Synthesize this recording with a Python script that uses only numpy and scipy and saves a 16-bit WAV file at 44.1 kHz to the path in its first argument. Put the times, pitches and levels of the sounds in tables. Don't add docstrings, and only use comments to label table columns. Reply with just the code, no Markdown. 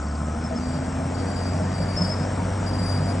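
import sys
import numpy as np
from scipy import signal
from scipy.fft import rfft, irfft
from scipy.io import wavfile
from scipy.ndimage import uniform_filter1d

SR = 44100
rng = np.random.default_rng(int(sys.argv[2]) if len(sys.argv) > 2 else 0)


def decibels_to_gain(level_db):
    exponent = np.asarray(level_db, float) / 20
    return 10 ** exponent


def store_pcm(level_fs):
    pcm = np.round(np.clip(level_fs, -1, 1) * 32767).astype(np.int16)
    wavfile.write(sys.argv[1], SR, np.atleast_2d(pcm).T)


N = 141120

# time in seconds, firings per second, exhaust effort in dB.
SPEED = [(0, 71.69, -30.5), (0.2, 75.14, -29), (0.451, 79.43, -32), (0.7, 84.46, -33.5),
         (0.998, 87.52, -29.5), (1.301, 90.12, -29.5), (1.599, 91.7, -27), (1.898, 93.56, -27.5),
         (2.202, 94.77, -27.5), (2.601, 95.35, -25.5), (3.2, 95.46, -25)]
STRONG = [3, 6, 9, 11, 12, 15, 16, 18, 24, 30, 32, 36, 38, 41, 42, 43, 47, 48, 53, 56, 59]
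STRONG_DB = [20.5, 23.4, 11.5, 8.3, 15.6, 1.7, 9.1, 17.2, 21.6, 25, 29, 15, 4.5, 5.5, 5.3, 7.8, 12, 5.7, 14,
             7.7, 13.7]
# frequency in Hz, gain in dB.
PIPE = [(35, -49), (70, -21.5), (180, -30.5), (260, -21), (281, -32.5), (400, -58.5), (700, -33),
        (1300, -40)]
# frequency in Hz, density in dB.
RUMBLE = [(22, -38), (33, -28), (45, -5), (70, -4), (100, -8), (165, 0), (250, -6), (330, -14), (450, -40)]
KNOCK = [(200, 4), (380, -6), (680, -6), (1100, -5.5), (1500, -7), (2400, -15), (2700, -19), (4300, -25)]
HISS = [(4000, -18.5), (4900, -12.5), (5150, -2), (5600, -3.5), (6500, -9.5), (7800, -3), (8800, -6.5),
        (9600, -19)]
BARK = [(250, -22), (400, -2.5), (550, 3.5), (700, -1.5), (900, -5.5), (1200, -14.5), (1800, -40.5)]
LUG = [(900, -42), (1040, 5), (1150, -20), (1280, 7), (1390, -9.5), (1490, 2.5), (1650, -41)]
# time in seconds, peak in dB, frequency in Hz.
THUDS = [(0.062, -36.5, 171.5), (0.196, -24, 137), (0.269, -33, 137), (.43, -27, 146), (0.514, -22.5, 178),
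         (0.552, -23, 224), (.692, -32.5, 147), (0.746, -22, 165), (0.784, -21.5, 135), (0.981, -24, 164),
         (1.049, -20.5, 151), (1.161, -25.5, 121), (1.21, -31, 125), (1.45, -29, 160), (1.558, -23, 172),
         (1.606, -18.5, 173.4), (1.65, -20, 179), (1.797, -16.5, 166.5), (1.84, -23.5, 150),
         (1.999, -16, 176.4), (2.039, -26.5, 186.4), (2.199, -20, 152), (2.415, -22.5, 187),
         (2.501, -26.5, 138), (2.607, -28, 152), (2.65, -28, 168.5), (2.812, -21.5, 170.4),
         (2.894, -26, 140), (2.958, -21, 148), (2.989, -15.5, 158.5)]
# time in seconds, peak in dB, frequency in Hz.
CLANKS = [(.333, -31, 485), (.435, -32, 640), (.506, -23, 650), (.522, -30, 480), (.74, -32, 590),
          (.82, -29, 625), (1.0, -25, 660), (1.21, -27, 482), (1.28, -27, 700), (1.386, -31, 476),
          (1.539, -29, 627), (1.598, -24, 620), (1.649, -29, 493), (1.8, -26, 550), (2.011, -30, 600),
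          (2.083, -25, 625), (2.19, -29, 480), (2.39, -30, 940), (2.477, -29, 503), (2.687, -30, 546),
          (3.08, -28, 690)]
# start in seconds, length in seconds, level in dB, frequency in Hz, glide in Hz.
SQUEALS = [(.59, .17, -55.5, 4700, -10), (.755, .035, -51, 4680, 0), (.79, .08, -61, 4690, 0),
           (1.14, .13, -55, 4640, 30), (1.24, .11, -53, 4680, 60), (1.345, .1, -49, 4745, -30),
           (1.442, .062, -47, 4755, 20), (1.5, .045, -52, 4789, 0), (1.55, .035, -50, 4780, 0),
           (1.62, .12, -59, 4750, 0), (1.736, .064, -48, 4716, 0), (1.795, .06, -49, 4712, 0),
           (1.85, .035, -55, 4700, 0), (1.878, .106, -46, 4703, 30), (1.982, .035, -51, 4740, 0),
           (2.012, .1, -45, 4748, 0), (2.105, .14, -54, 4750, 20), (2.63, .04, -62, 4780, 0),
           (2.655, .066, -48, 4790, 20), (2.722, .054, -49, 4783, 30), (2.778, .09, -46, 4795, -20),
           (2.855, .13, -43.5, 4775, -20), (2.975, .08, -51, 4808, 0), (3.048, .085, -49, 4811, 0),
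           (3.14, .06, -59, 4800, 0)]
# start and length in seconds, level in dB, frequency and glide in Hz.
WHISTLES = [
    (.435, .045, -44, 5290, 0),
    (.552, .036, -41, 5260, -60),
    (1.961, .071, -30, 5225, -50),
    (2.008, .065, -35, 5230, -130),
    (2.062, .045, -40, 5160, 170),
    (2.098, .052, -33, 5195, -110),
    (2.15, .125, -47, 5160, -80),
]
# start in seconds, level in dB.
CHIRPS = [
    (0.02, -58),
    (0.493, -58.5),
    (2.31, -61),
]
PULSE_SWELL_DB = [-4, -1, -1, 0]
# frequency in Hz, left over right in dB.
LEAN = [(60, 0), (330, -.7), (700, 4.5), (1100, 5), (2200, .5), (3100, 7), (4400, .5), (5300, 0)]
# frequency in Hz, lead of the left in radians.
LEAD = [(60, 0), (200, .13), (690, 1.1), (1600, .05), (2400, .1), (2800, .6), (3500, 0), (7000, 0)]
# frequency in Hz, likeness from 0 to 1.
SAME = [(240, 1.), (420, .92), (1000, .91), (2300, .98), (2700, .65), (4400, .75), (5300, 1.), (7000, 1.)]

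CYLINDERS = 6
ORDER_SPREAD_DB, WAVER_DB, WAVER_RAD = 2.5, 1.5, .35
PUMP_ORDER, PUMP_DB = 25.3, -44.5
RUMBLE_DB, KNOCK_DB, HISS_DB, BARK_DB, LUG_DB = -30.5, -35.5, -46, -39, -42
RUMBLE_RISE_DB, KNOCK_RISE_DB, HISS_RISE_DB, BARK_RISE_DB, LUG_FADE_DB = 5.5, 6, 2, 5.5, 14
RUMBLE_GATE, KNOCK_GATE, HISS_GATE = 0.14, 0.13, 0.15
GATE_TURNS, BARK_TURNS = 0.36, .27
POP_HZ, POP_T60, POP_DB, POP_SPREAD_DB, POP_ODD_DB = 650, .022, -39.5, 2.5, -3
THUD_DB, THUD_T60, THUD_RISE_S = 1.5, 0.17, .01
CLANK_T60, CLANK_RISE_S = .17, .006
SQUEAL_EDGE_S = .009
PULSE_GAP_S, PULSE_S, PULSE_TOP_HZ, PULSE_FALL_HZ = .042, .02, 4880, 440
TOP_HZ, TOP_LEAD, TOP_SAME = 8800, -1.0, 0.55
NOTCH_HZ, NOTCH_WIDTH_HZ, NOTCH_DB, BASS_CUT_HZ = 4945, 60, -11, 28
GATE_FROM_HZ, GATE_DB, GATE_SPREAD_DB = 4450, -84.5, 4
GATE_KNEE_HZ, GATE_DB_PER_KHZ = 8450, 15


def evened(x):
    return x / np.sqrt(np.mean(np.abs(x) ** 2) + 1e-20)


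def read(points, hz):
    f, value = np.transpose(points)
    return np.interp(np.log(hz + 1), np.log(f + 1), value)


def add(mix, s, sound):
    part = mix[round(s * SR):][:len(sound)]
    part += sound[:len(part)]


def drift(rate_hz, count):
    noise = rng.standard_normal((count, 400))
    knots = evened(uniform_filter1d(noise, max(round(100 / rate_hz), 1), axis=1))
    return [np.interp(np.arange(N) / SR, np.arange(400) / 100, k) for k in knots]


def coloured(points, patchy_db):
    hz = np.fft.rfftfreq(2048, 1 / SR)
    a, b, patches = rng.standard_normal((N // 512 + 5, 1025, 3)).T
    patches = uniform_filter1d(patches, 12, axis=0)
    patches = evened(uniform_filter1d(patches, 6, axis=1))
    ends_db = -60 * ((hz < points[0][0]) | (hz > 1.15 * points[-1][0]))
    z = (a + 1j * b) * decibels_to_gain((read(points, hz) + ends_db)[:, None] + patchy_db * patches)
    return evened(signal.istft(z, nperseg=2048, noverlap=1536)[1][:N])


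def exhaust_orders(turns, firing, effort_db):
    orders = np.arange(2, 80)
    above_db = ORDER_SPREAD_DB * rng.standard_normal(80)
    above_db[STRONG] = STRONG_DB
    out = 0
    for k, swell, slip in zip(orders, drift(5, count=len(orders)), drift(3.4, count=len(orders))):
        loose = .3 if k % CYLINDERS == 0 else 1
        own_db = effort_db if k == CYLINDERS else effort_db.mean()
        level_db = own_db + above_db[k] + read(PIPE, k * firing / CYLINDERS) + loose * WAVER_DB * swell
        start = rng.random() * (k % CYLINDERS > 0)
        phase = 2 * np.pi * (k * turns / CYLINDERS + start) + loose * WAVER_RAD * slip
        out += decibels_to_gain(level_db) * np.sin(phase)
    return out


def firing_pulses(turns, decay_turns, spread_db, smooth):
    strength = decibels_to_gain(spread_db * rng.standard_normal(400))[turns.astype(int)]
    return evened(uniform_filter1d(np.exp(-(turns % 1) / decay_turns) * strength, size=smooth))


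def pops(turns):
    fired, t = np.flatnonzero(np.diff(turns.astype(int))), np.arange(1200) / SR
    size, phase = rng.standard_normal((400, 2))[:len(fired)].T
    level_db = POP_SPREAD_DB * size + POP_ODD_DB * (np.arange(len(fired)) % 2)
    clicks = np.zeros(N, complex)
    clicks[fired] = decibels_to_gain(level_db) * np.exp(2j * phase)
    ring = decibels_to_gain(-60 * t / POP_T60) * np.minimum(t / .0015, 1) * np.exp(2j * np.pi * POP_HZ * t)
    return evened(signal.oaconvolve(clicks, ring)[:N].real)


def engine():
    s, rate, effort_db = np.transpose(SPEED)
    firing = uniform_filter1d(np.interp(np.arange(N) / SR, s, rate), size=4000)
    effort_db = np.interp(np.arange(N) / SR, s, effort_db)
    turns = np.cumsum(firing) / SR
    fast = (firing - rate.min()) / np.ptp(rate) - 1
    exhaust = exhaust_orders(turns, firing, effort_db)
    pump = decibels_to_gain(PUMP_DB + 15 * fast) * np.cos(2 * np.pi * PUMP_ORDER * turns / CYLINDERS)
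    blow = firing_pulses(turns, GATE_TURNS, spread_db=2.5, smooth=30)
    puff = firing_pulses(turns, BARK_TURNS, spread_db=1.5, smooth=70)

    bark = decibels_to_gain(BARK_DB + BARK_RISE_DB * fast) * coloured(BARK, patchy_db=1.0) * puff
    lug = decibels_to_gain(LUG_DB - LUG_FADE_DB * (fast + 1)) * coloured(LUG, patchy_db=2.5) * (1 + puff) / 2
    rumble = decibels_to_gain(RUMBLE_DB + RUMBLE_RISE_DB * fast) * coloured(RUMBLE, patchy_db=0.14)
    rumble *= 1 + RUMBLE_GATE * np.cos(2 * np.pi * turns)
    knock = decibels_to_gain(KNOCK_DB + KNOCK_RISE_DB * fast) * coloured(KNOCK, patchy_db=0.82)
    knock *= 1 + KNOCK_GATE * (1 - fast) / 2 * (blow - 1)
    hiss = decibels_to_gain(HISS_DB + HISS_RISE_DB * fast) * coloured(HISS, patchy_db=2.2)
    hiss *= 1 - HISS_GATE + HISS_GATE * blow
    stack = decibels_to_gain(POP_DB + BARK_RISE_DB * fast) * pops(turns)
    return np.sqrt(2) * (exhaust + pump) + stack + bark + lug + rumble + knock + hiss


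def tracks():
    out, t = np.zeros(N), np.arange(9000) / SR
    for s, db, hz in THUDS:
        shape = decibels_to_gain(db + THUD_DB - 60 * t / THUD_T60) * np.minimum(t / THUD_RISE_S, 1)
        add(out, s, shape * np.sin(2 * np.pi * hz * t))
    for s, db, hz in CLANKS:
        pair = np.sin(2 * np.pi * hz * t) + 0.22 * np.sin(2 * np.pi * 1.07 * hz * t)
        shape = decibels_to_gain(db - 60 * t / CLANK_T60) * np.minimum(t / CLANK_RISE_S, 1)
        add(out, s, shape * pair)
    return out


def squeals(rows, width_hz, clean, overtone_db, gain_db, lean_db, lead, same):
    out, r = np.zeros((2, N)), np.exp(-np.pi * width_hz / SR)
    a, b = rng.standard_normal((2, 2, N))
    left, other = evened(signal.lfilter([1], np.convolve([1, -r], [1, -r]), a + 1j * b))
    right = same * left + np.sqrt(1 - same ** 2) * other
    flutter = clean + (1 - clean) * np.array([left, right])
    flutter /= np.hypot(clean, 1 - clean)
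    side = np.array([[.5], [-.5]])
    for s, length, db, hz, glide_hz in rows:
        start = round(s * SR)
        t = np.arange(min(round(length * SR), N - start)) / SR
        cycles = (hz - glide_hz / 2) * t + glide_hz * t ** 2 / length / 2
        tone = flutter[:, start:][:, :len(t)] * np.exp(2j * np.pi * cycles)
        octave = decibels_to_gain(overtone_db) * tone[0] ** 2 / abs(tone[0])
        shape = np.clip(np.minimum(t, length - t) / SQUEAL_EDGE_S, 0, 1)
        heard = ((decibels_to_gain(side * lean_db) * tone + octave) * np.exp(1j * side * lead)).real
        both = np.sqrt(2) * decibels_to_gain(db + gain_db) * shape * heard
        add(out.T, s, both.T)
    return out


def pins():
    squeal = squeals(SQUEALS, width_hz=130, clean=.54, overtone_db=-12,
                     gain_db=5, lean_db=4, lead=-1.7, same=.25)
    whistle = squeals(WHISTLES, width_hz=110, clean=.62, overtone_db=-28,
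                      gain_db=-1.5, lean_db=5, lead=.2, same=.95)
    return squeal + whistle


def cricket():
    out, t = np.zeros(N), np.arange(0, PULSE_S, 1 / SR)
    cycles = PULSE_TOP_HZ * t - PULSE_FALL_HZ * t ** 2 / PULSE_S / 2
    pulse = np.sin(np.pi * t / PULSE_S) * np.sin(2 * np.pi * cycles)
    for s, db in CHIRPS:
        for k, swell_db in enumerate(PULSE_SWELL_DB):
            add(out, s + k * PULSE_GAP_S, 4 * decibels_to_gain(db + swell_db) * pulse)
    return out


def ports(x, lean, lead):
    hz = np.fft.rfftfreq(N, 1 / SR)
    scatter = rng.standard_normal(9000) * np.exp(-np.arange(9000) / 2200)
    spread = rfft(scatter / np.linalg.norm(scatter), N)
    same = np.clip(read(SAME + [(TOP_HZ, TOP_SAME)], hz), 0, 1)
    alike = np.sqrt((1 + same) / 2)
    unlike = np.sqrt((1 - same) / 2) * spread
    half = decibels_to_gain(read(lean, hz) / 2) * np.exp(.5j * read(lead, hz))
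    return irfft(rfft(x) * np.array([(alike + unlike) * half, (alike - unlike) / half]), N)


def scene():
    dozer = ports(engine() + tracks(), LEAN, LEAD + [(TOP_HZ, TOP_LEAD)])
    return dozer + pins() + cricket()


def low_pass(x):
    return signal.sosfilt(signal.butter(12, 10560, fs=SR, output="sos"), x)


def record(dry):
    hz = np.fft.rfftfreq(N, 1 / SR)
    notch = decibels_to_gain(NOTCH_DB * np.exp(-((hz - NOTCH_HZ) / NOTCH_WIDTH_HZ) ** 2))
    bass = 1 - np.exp(-(hz / BASS_CUT_HZ) ** 2)
    housed = irfft(rfft(dry) * notch * bass, N)

    hz, _, z = signal.stft(housed, SR, "cosine", nperseg=2048, noverlap=1024)
    hz = hz[:1024, None]
    power = (abs(z[:, :1024]) ** 2).mean(0)
    bands = np.sqrt(power.reshape(128, 8, -1).mean(1))
    bands = bands * decibels_to_gain(GATE_SPREAD_DB * rng.standard_normal(bands.shape))
    bands = bands.repeat(8, axis=0)
    floor_db = GATE_DB + GATE_DB_PER_KHZ * np.clip((hz - GATE_KNEE_HZ) / 1000, 0, .6)
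    z[:, :1024] *= (bands > decibels_to_gain(floor_db)) | (hz < GATE_FROM_HZ)
    gated = signal.istft(z, SR, "cosine", nperseg=2048, noverlap=1024)[1][:, :N]
    return low_pass(gated)


dry = scene()
out = record(dry)
store_pcm(out)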